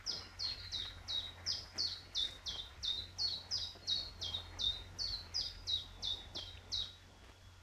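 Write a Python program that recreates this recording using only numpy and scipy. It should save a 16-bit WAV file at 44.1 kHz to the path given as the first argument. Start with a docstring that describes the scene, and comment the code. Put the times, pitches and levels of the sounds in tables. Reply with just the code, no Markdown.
"""Songbird in a wood

Air moving through leaves makes a wash of noise over the low drone of a distant engine.
A small songbird's syrinx sounds twenty down-slurred, almost pure notes; trunks and leaves scatter each.
Other birds whistle thinly far off, and shoes shifting on the forest floor scuff softly nearby."""
import sys
import numpy as np
from scipy import signal
from scipy.fft import rfft, irfft
from scipy.io import wavfile
from scipy.ndimage import uniform_filter1d

SR = 44100
rng = np.random.default_rng(int(sys.argv[2]) if len(sys.argv) > 2 else 0)


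def transcribe(u):
    """Save the signal u as a 16-bit wav file named by the first command-line argument.

    u: samples, shape (n,) or (channels, n), limited to [-1, 1]; the rate is SR.
    q: integer samples, one column per channel.
    """
    v = np.clip(np.atleast_2d(u).T, -1, 1)
    q = np.round(v * 32767).astype(np.int16)
    wavfile.write(sys.argv[1], SR, q)


N = 336042
TIME = np.arange(N) / SR
BINS = np.fft.rfftfreq(N, 1 / SR)
# The breeze in the crowns. Each row: time in seconds, rustle level in dB.
BREEZE_DB = [(0, -61.5), (.9, -65.5), (2.3, -66), (3.2, -71), (4.7, -68), (6, -73), (6.8, -68.5),
             (7.1, -80.5)]


def amp(db):
    """Amplitude ratio from decibels."""
    return 10 ** (np.asarray(db) / 20)


def unit(x):
    """Normalisation to rms 1."""
    return x / np.sqrt(np.mean(x ** 2) + 1e-20)


def read(points, hz):
    """Interpolation on a log-frequency axis."""
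    f, value = np.transpose(points)
    return np.interp(np.log(hz + 1), np.log(f + 1), value)


def follow(points):
    """Linear interpolation of a time curve at each sample."""
    return np.interp(TIME, *np.transpose(points))


def add(mix, s, sound):
    """Superposition of a sound on the mix, starting at s seconds."""
    part = mix[max(round(s * SR), 0):][:len(sound)]
    part += sound[:len(part)]


def noise(gain):
    """Spectral shaping of white noise by a gain at each frequency, to rms 1."""
    return unit(irfft(rfft(rng.standard_normal(N)) * gain, N))


def drift(rate_hz):
    """Random fluctuation: low-pass noise of rms 1."""
    return noise(np.exp(-(BINS / rate_hz) ** 2) * (BINS > 0))


def leaves(patchy_db=2.5, flutter_db=2.7, hiss_db=-69.5):
    """Flow noise in foliage: a low wash and a fluttering rustle drift in patches over a steady hiss."""
    # Three noise spectra. 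Each row: frequency in Hz, relative spectral level in dB.
    wash_spectrum = [(70, -21), (130, 1), (200, 0), (370, -3), (940, -3.5), (1200, -7), (2100, -12),
                     (2900, -13), (5000, -30.5)]
    rustle_spectrum = [(700, -13), (1100, -5), (1500, -1), (2200, -0.5), (2600, -11.5), (3300, -13.5),
                       (6000, -35)]
    hiss_spectrum = [(1000, -16), (2600, 1.5), (4200, 1), (5500, 1.5), (7000, -4.5), (8300, -10),
                     (11000, -18.5), (14300, -32)]
    # The swell of the wash. Each row: time in seconds, level in dB.
    wash_db = [(0, -65.5), (.9, -62.5), (3, -63.5), (5.3, -62), (6.8, -65), (7.62, -66.5)]
    wash = amp(follow(wash_db)) * noise(amp(read(wash_spectrum, BINS)))
    rustle = amp(follow(BREEZE_DB) + flutter_db * drift(40)) * noise(amp(read(rustle_spectrum, BINS)))
    spectra = signal.stft(wash + rustle, SR, nperseg=1024, noverlap=768)[2]
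    patches = rng.standard_normal(spectra.shape)
    for axis in 0, 1:  # smooth over frequency, then time
        patches = uniform_filter1d(patches, size=16, axis=axis, mode="wrap")
    breeze = signal.istft(spectra * amp(patchy_db * unit(patches)), SR, nperseg=1024, noverlap=768)[1]
    return breeze[:N] + amp(hiss_db) * noise(amp(read(hiss_spectrum, BINS)))


def distant_engine(drone_hz=44.43, waver=0.0181, surge_hz=5):
    """Atmospheric fading: two engine orders and a rumble each swell and sink, under faint whines."""
    # The rumble ahead of its low-pass. Each row: frequency in Hz, relative spectral level in dB.
    rumble_spectrum = [(8.8, -45), (15, -10.5), (32, -6.5), (64, 1), (86, -1.5), (101, 2.5), (119, -0.5),
                       (160, -36), (210, -32), (350, -120)]
    # The gain shared by drone and rumble. Each row: time in seconds, gain in dB.
    engine_db = [(0, -59.5), (.3, -60), (.6, -55), (1.5, -56.5), (2.3, -59.5), (3, -57.5), (4.3, -55.5),
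                 (5.25, -54), (5.6, -57), (6.85, -55), (6.98, -62.5), (7.62, -61.5)]
    # Narrow bands of noise. Each row: centre in Hz, width in Hz, level in dB.
    whine_bands = [(1411.5, 35, -74), (1848, 12, -80), (2030, 220, -80)]
    phase = 2 * np.pi * np.cumsum(drone_hz * (1 + waver * drift(2.245))) / SR
    first = amp(-8 + 4 * drift(surge_hz)) * np.sin(phase)
    second = amp(-4 + 2 * drift(surge_hz)) * np.sin(2 * phase)
    colour = amp(read(rumble_spectrum, BINS)) / (1 + (BINS / 85) ** 4)
    rumble = amp(-6 + 3.5 * drift(surge_hz)) * noise(colour)
    whines = sum(amp(db) * noise(1 / (1 + (2 * (BINS - hz) / width) ** 2))
                 for hz, width, db in whine_bands)
    carry = unit(amp(follow(BREEZE_DB) / 2))  # the breeze carries the whines over
    return amp(follow(engine_db)) * (np.sqrt(2) * (first + second) + rumble) + whines * carry


def syrinx(hz, octave_db=-50):
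    """Nearly sinusoidal oscillation: a pure tone with a trace of its second harmonic."""
    phase = 2 * np.pi * np.cumsum(hz) / SR
    return np.sqrt(2) * (np.sin(phase) + amp(octave_db) * np.sin(2 * phase))


def note(ledge_hz, hold_s, ending, dive_db, ledge_db,
         top_hz=6462, top_db=-9, settle_s=.04, attack_s=0.0039, release_s=0.015):
    """Source and filter: pitch dives to a ledge, then turns; throat and beak weight the amplitude."""
    # Named endings. Each row: target pitch in Hz, glide time in seconds, length in seconds,
    # level change over a full glide in dB.
    endings = {"drop": (3151, .04, .044, -13), "lift": (3726, 0.0153, 0.039, 5.3),
               "stop": (3150, 0.7, .008, -3)}
    # Transmission of throat and beak. Each row: frequency in Hz, gain in dB.
    beak = [(3100, -1), (3700, 0), (4400, -0.5), (5000, -1), (5700, -0.75), (6400, -1)]
    end_hz, glide_s, end_s, end_db = endings[ending]
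    t = np.arange(0, hold_s + end_s, 1 / SR)
    depth_hz = top_hz - ledge_hz
    dive_s = .0097 * np.sqrt(depth_hz / 1999)  # deeper dives take longer
    height = np.exp(-(t / dive_s) ** 1.205)
    turned = np.sin(np.pi / 2 * np.clip((t - hold_s) / glide_s, 0, 1))
    hz = ledge_hz + depth_hz * height + (end_hz - ledge_hz) * turned ** 2
    effort_db = ledge_db + (dive_db - ledge_db) * np.exp(-(t / settle_s) ** 2)
    gate = np.minimum(t / attack_s, 1) * np.minimum((t[-1] - t) / release_s, 1)
    return hz, gate * amp(effort_db + top_db * height + end_db * turned + read(beak, hz))


def songbird(waver=0.0096, chip_waver=0.019, chip_s=0.0367, chip_fall_hz=476):
    """Frequency modulation of the syrinx: slurred notes, many followed by a soft, buzzier chip."""
    # The notes. Each row: start in seconds, ledge pitch in Hz, seconds to the end of the ledge,
    # name of the ending, effort in the dive in dB, effort on the ledge in dB.
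    song = [ (.061, 5010, 0.029, "drop", -37, -34.5), (.390, 4266, .073, "drop", -38, -38.5),
            (.717, 3749, 0.082, "drop", -37.5, -41), (1.078, 3812, 0.1, "drop", -38.5, -40),
            (1.461, 5029, .034, "drop", -35.5, -32), (1.778, 4358, 0.075, "drop", -32, -38),
            (2.147, 3510, 0.061, "lift", -33, -41), (2.458, 3206, .102, "stop", -35, -48),
            (2.827, 3573, 0.055, "lift", -35.4, -40.5), (3.183, 4375, .076, "drop", -35.3, -37),
            (3.508, 4950, 0.043, "drop", -34.5, -35), (3.872, 3765, 0.078, "stop", -33.5, -38),
            (4.212, 3198, 0.1, "stop", -34.5, -50), (4.587, 3568, .065, "lift", -36, -38.8),
            (4.985, 4426, 0.071, "drop", -36, -41), (5.340, 4880, .047, "drop", -36, -34.5),
            (5.668, 3816, 0.084, "drop", -36.5, -37), (6.023, 3496, 0.066, "lift", -35.9, -41),
            (6.347, 3164, 0.09, "stop", -37, -51.5), (6.717, 3820, 0.077, "drop", -34, -37.5), ]
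    # The falling chips. Each row: start in seconds, last pitch in Hz, level in dB.
    chips = [ (.154, 3965, -50), (.849, 3654, -45.5), (1.224, 3603, -44), (1.904, 3770, -44),
             (2.573, 3530, -42), (2.967, 3730, -41.5), (3.313, 3757, -40.5), (3.611, 3660, -41.5),
             (3.947, 4190, -38.3), (4.329, 3530, -39.5), (4.717, 3740, -45.2), (5.118, 3915, -41.5),
             (5.443, 3556, -46.5), (6.465, 3580, -47.5), ]
    out = np.zeros(N)
    unsteady = 1 + waver * drift(150)
    for s, *shape in song:
        glide, level = note(*shape)
        add(out, s, level * syrinx(glide * unsteady[round(s * SR):][:len(glide)]))
    unsteady = 1 + chip_waver * drift(250)
    n = round(chip_s * SR)
    for s, last_hz, db in chips:
        glide = last_hz + chip_fall_hz * np.linspace(1, 0, n) ** 1.156
        chip = syrinx(glide * unsteady[round(s * SR):][:n])
        add(out, s, amp(db) * signal.windows.tukey(n, .6) * chip)
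    return out


def trees(x, leaves_db, trunks_db, twigs_db=-8, build_s=0.0035, echoes=12):
    """Reflection and scattering: quick echoes from twigs, later ones from trunks, a tail from crowns."""
    # Decay of the scatter. Each row: frequency in Hz, time to fall 60 dB in seconds.
    decay_times = [(2500, 0.54), (3700, 0.34), (4600, 0.49), (6200, 0.53)]
    taps = rng.standard_normal(SR) * (rng.random(SR) < .1) * (1 - np.exp(-TIME[:SR] / build_s))
    hz, frame_s, spectra = signal.stft(taps, SR, nperseg=256)
    decay = amp(-60 * frame_s / read(decay_times, hz)[:, None])
    tail = signal.istft(spectra * decay, SR, nperseg=256)[1]
    response = amp(leaves_db) * tail / np.linalg.norm(tail)
    for first_s, last_s, db in (.001, .012, twigs_db), (.012, .07, trunks_db):
        delays = (rng.uniform(first_s, last_s, size=echoes) * SR).astype(int)
        response[delays] += amp(db) * rng.choice([-1, 1], size=echoes) / np.sqrt(echoes)
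    return signal.fftconvolve(x, response)[:N]


def swaying_trees(x, leaves_db, trunks_db, patterns=3, sway_hz=0.3943):
    """Time-varying multipath: echo patterns crossfade slowly as the bird and the branches move."""
    turn = 2 * np.pi * sway_hz * TIME
    shares = [np.sqrt(2 / patterns) * np.cos(turn + np.pi * k / patterns) for k in range(patterns)]
    return sum(trees(x * share, leaves_db, trunks_db) for share in shares)


def far_birds():
    """Random frequency modulation: shallow in the long thin whistles, deep in the warbled calls."""
    # Each row: start in seconds, length in seconds, first and last pitch in Hz, level in dB,
    # rms warble in Hz.
    calls = [ (.20, 0.058, 2960, 2760, -59.5, 74.07), (.43, 0.055, 3460, 3250, -55, 190),
             (.48, 0.063, 2830, 2570, -58, 130), (.575, 0.11, 4340, 4140, -49.5, 246),
             (3.80, 0.3, 4294, 4150, -54, 25), (4.15, 0.36, 4240, 4270, -59, 25),
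             (5.85, 0.48, 3490, 3470, -63, 40.4), (6.5, 0.59, 3550, 3440, -68, 40),
             (7.05, .56, 3340, 3370, -69.5, 27.5), ]
    out, warble = np.zeros(N), drift(92)
    for s, length, first_hz, last_hz, db, depth_hz in calls:
        n = round(length * SR)
        hz = np.linspace(first_hz, last_hz, n) + depth_hz * warble[round(s * SR):][:n]
        add(out, s, amp(db) * signal.windows.tukey(n, .3) * syrinx(hz))
    return out


def shoes(grain_db=3.5):
    """Friction noise: short grainy scuffs and ticks of shoes on leaf litter."""
    # Each row: start in seconds, length in seconds, centre in Hz, width in octaves, level in dB.
    scuffs = [ (0.846, 0.023, 1260, 0.84, -53), (1.736, 0.074, 240, 1.92, -55),
              (2.146, 0.28, 5900, 0.53, -68.5), (2.517, 0.071, 506, 1.4, -60),
              (3.744, 0.037, 396, 0.91, -55.5), (4.358, 0.07, 600, 1.07, -59), (5.383, 0.03, 400, 1.1, -59),
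              (6.347, 0.026, 380, 0.9, -52.5), (6.378, 0.02, 500, 1.54, -50), (6.57, 0.01, 2700, 0.13, -54),
              (7.209, 0.13, 500, 1.67, -61), ]
    out = np.zeros(N)
    for s, length, hz, octaves, db in scuffs:
        grit = rng.standard_normal(SR)
        grit *= amp(grain_db * unit(uniform_filter1d(rng.standard_normal(SR), size=120)))
        colour = np.exp(-.5 * (np.log2((np.arange(SR // 2 + 1) + 1) / hz) / octaves) ** 2)
        scuff = unit(irfft(rfft(grit) * colour))[:round(length * SR)]
        add(out, s, amp(db) * scuff * signal.windows.tukey(len(scuff), .6))
    return out


def scene():
    """Superposition: direct and scattered birdsong over leaves, engine and shoes, in one channel."""
    bird, far = songbird(), far_birds()
    song = amp(-5) * bird + swaying_trees(bird, leaves_db=-1.5, trunks_db=-13.5)
    others = amp(-6) * far + trees(far, leaves_db=-6.5, trunks_db=-11)
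    return (song + others + leaves() + distant_engine() + shoes())[None]


def record(dry, open_db=-52, lift_db=7, knee_db=4, ahead_s=0.003, edge_hz=14350):
    """Expansion: a noise suppressor looks ahead and lifts the treble when loud; a low-pass follows."""
    x = dry[0]
    bird_band = irfft(rfft(x) * (BINS > 2500), N)
    power = uniform_filter1d(bird_band ** 2, size=2200)
    level_db = 10 * np.log10(abs(np.interp(TIME + ahead_s, TIME, power)) + 1e-12)
    opening = .5 + .5 * np.tanh((level_db - open_db) / (2 * knee_db))
    treble = irfft(rfft(x) * read([(6000, 0.22), (7200, 1)], BINS), N)
    x = x + treble * (amp(lift_db * opening) - 1)
    low_pass = signal.firwin(511, edge_hz, window=("kaiser", 8), fs=SR)
    return signal.oaconvolve(x, low_pass, "same")[None]


dry = scene()
out = record(dry)
transcribe(out)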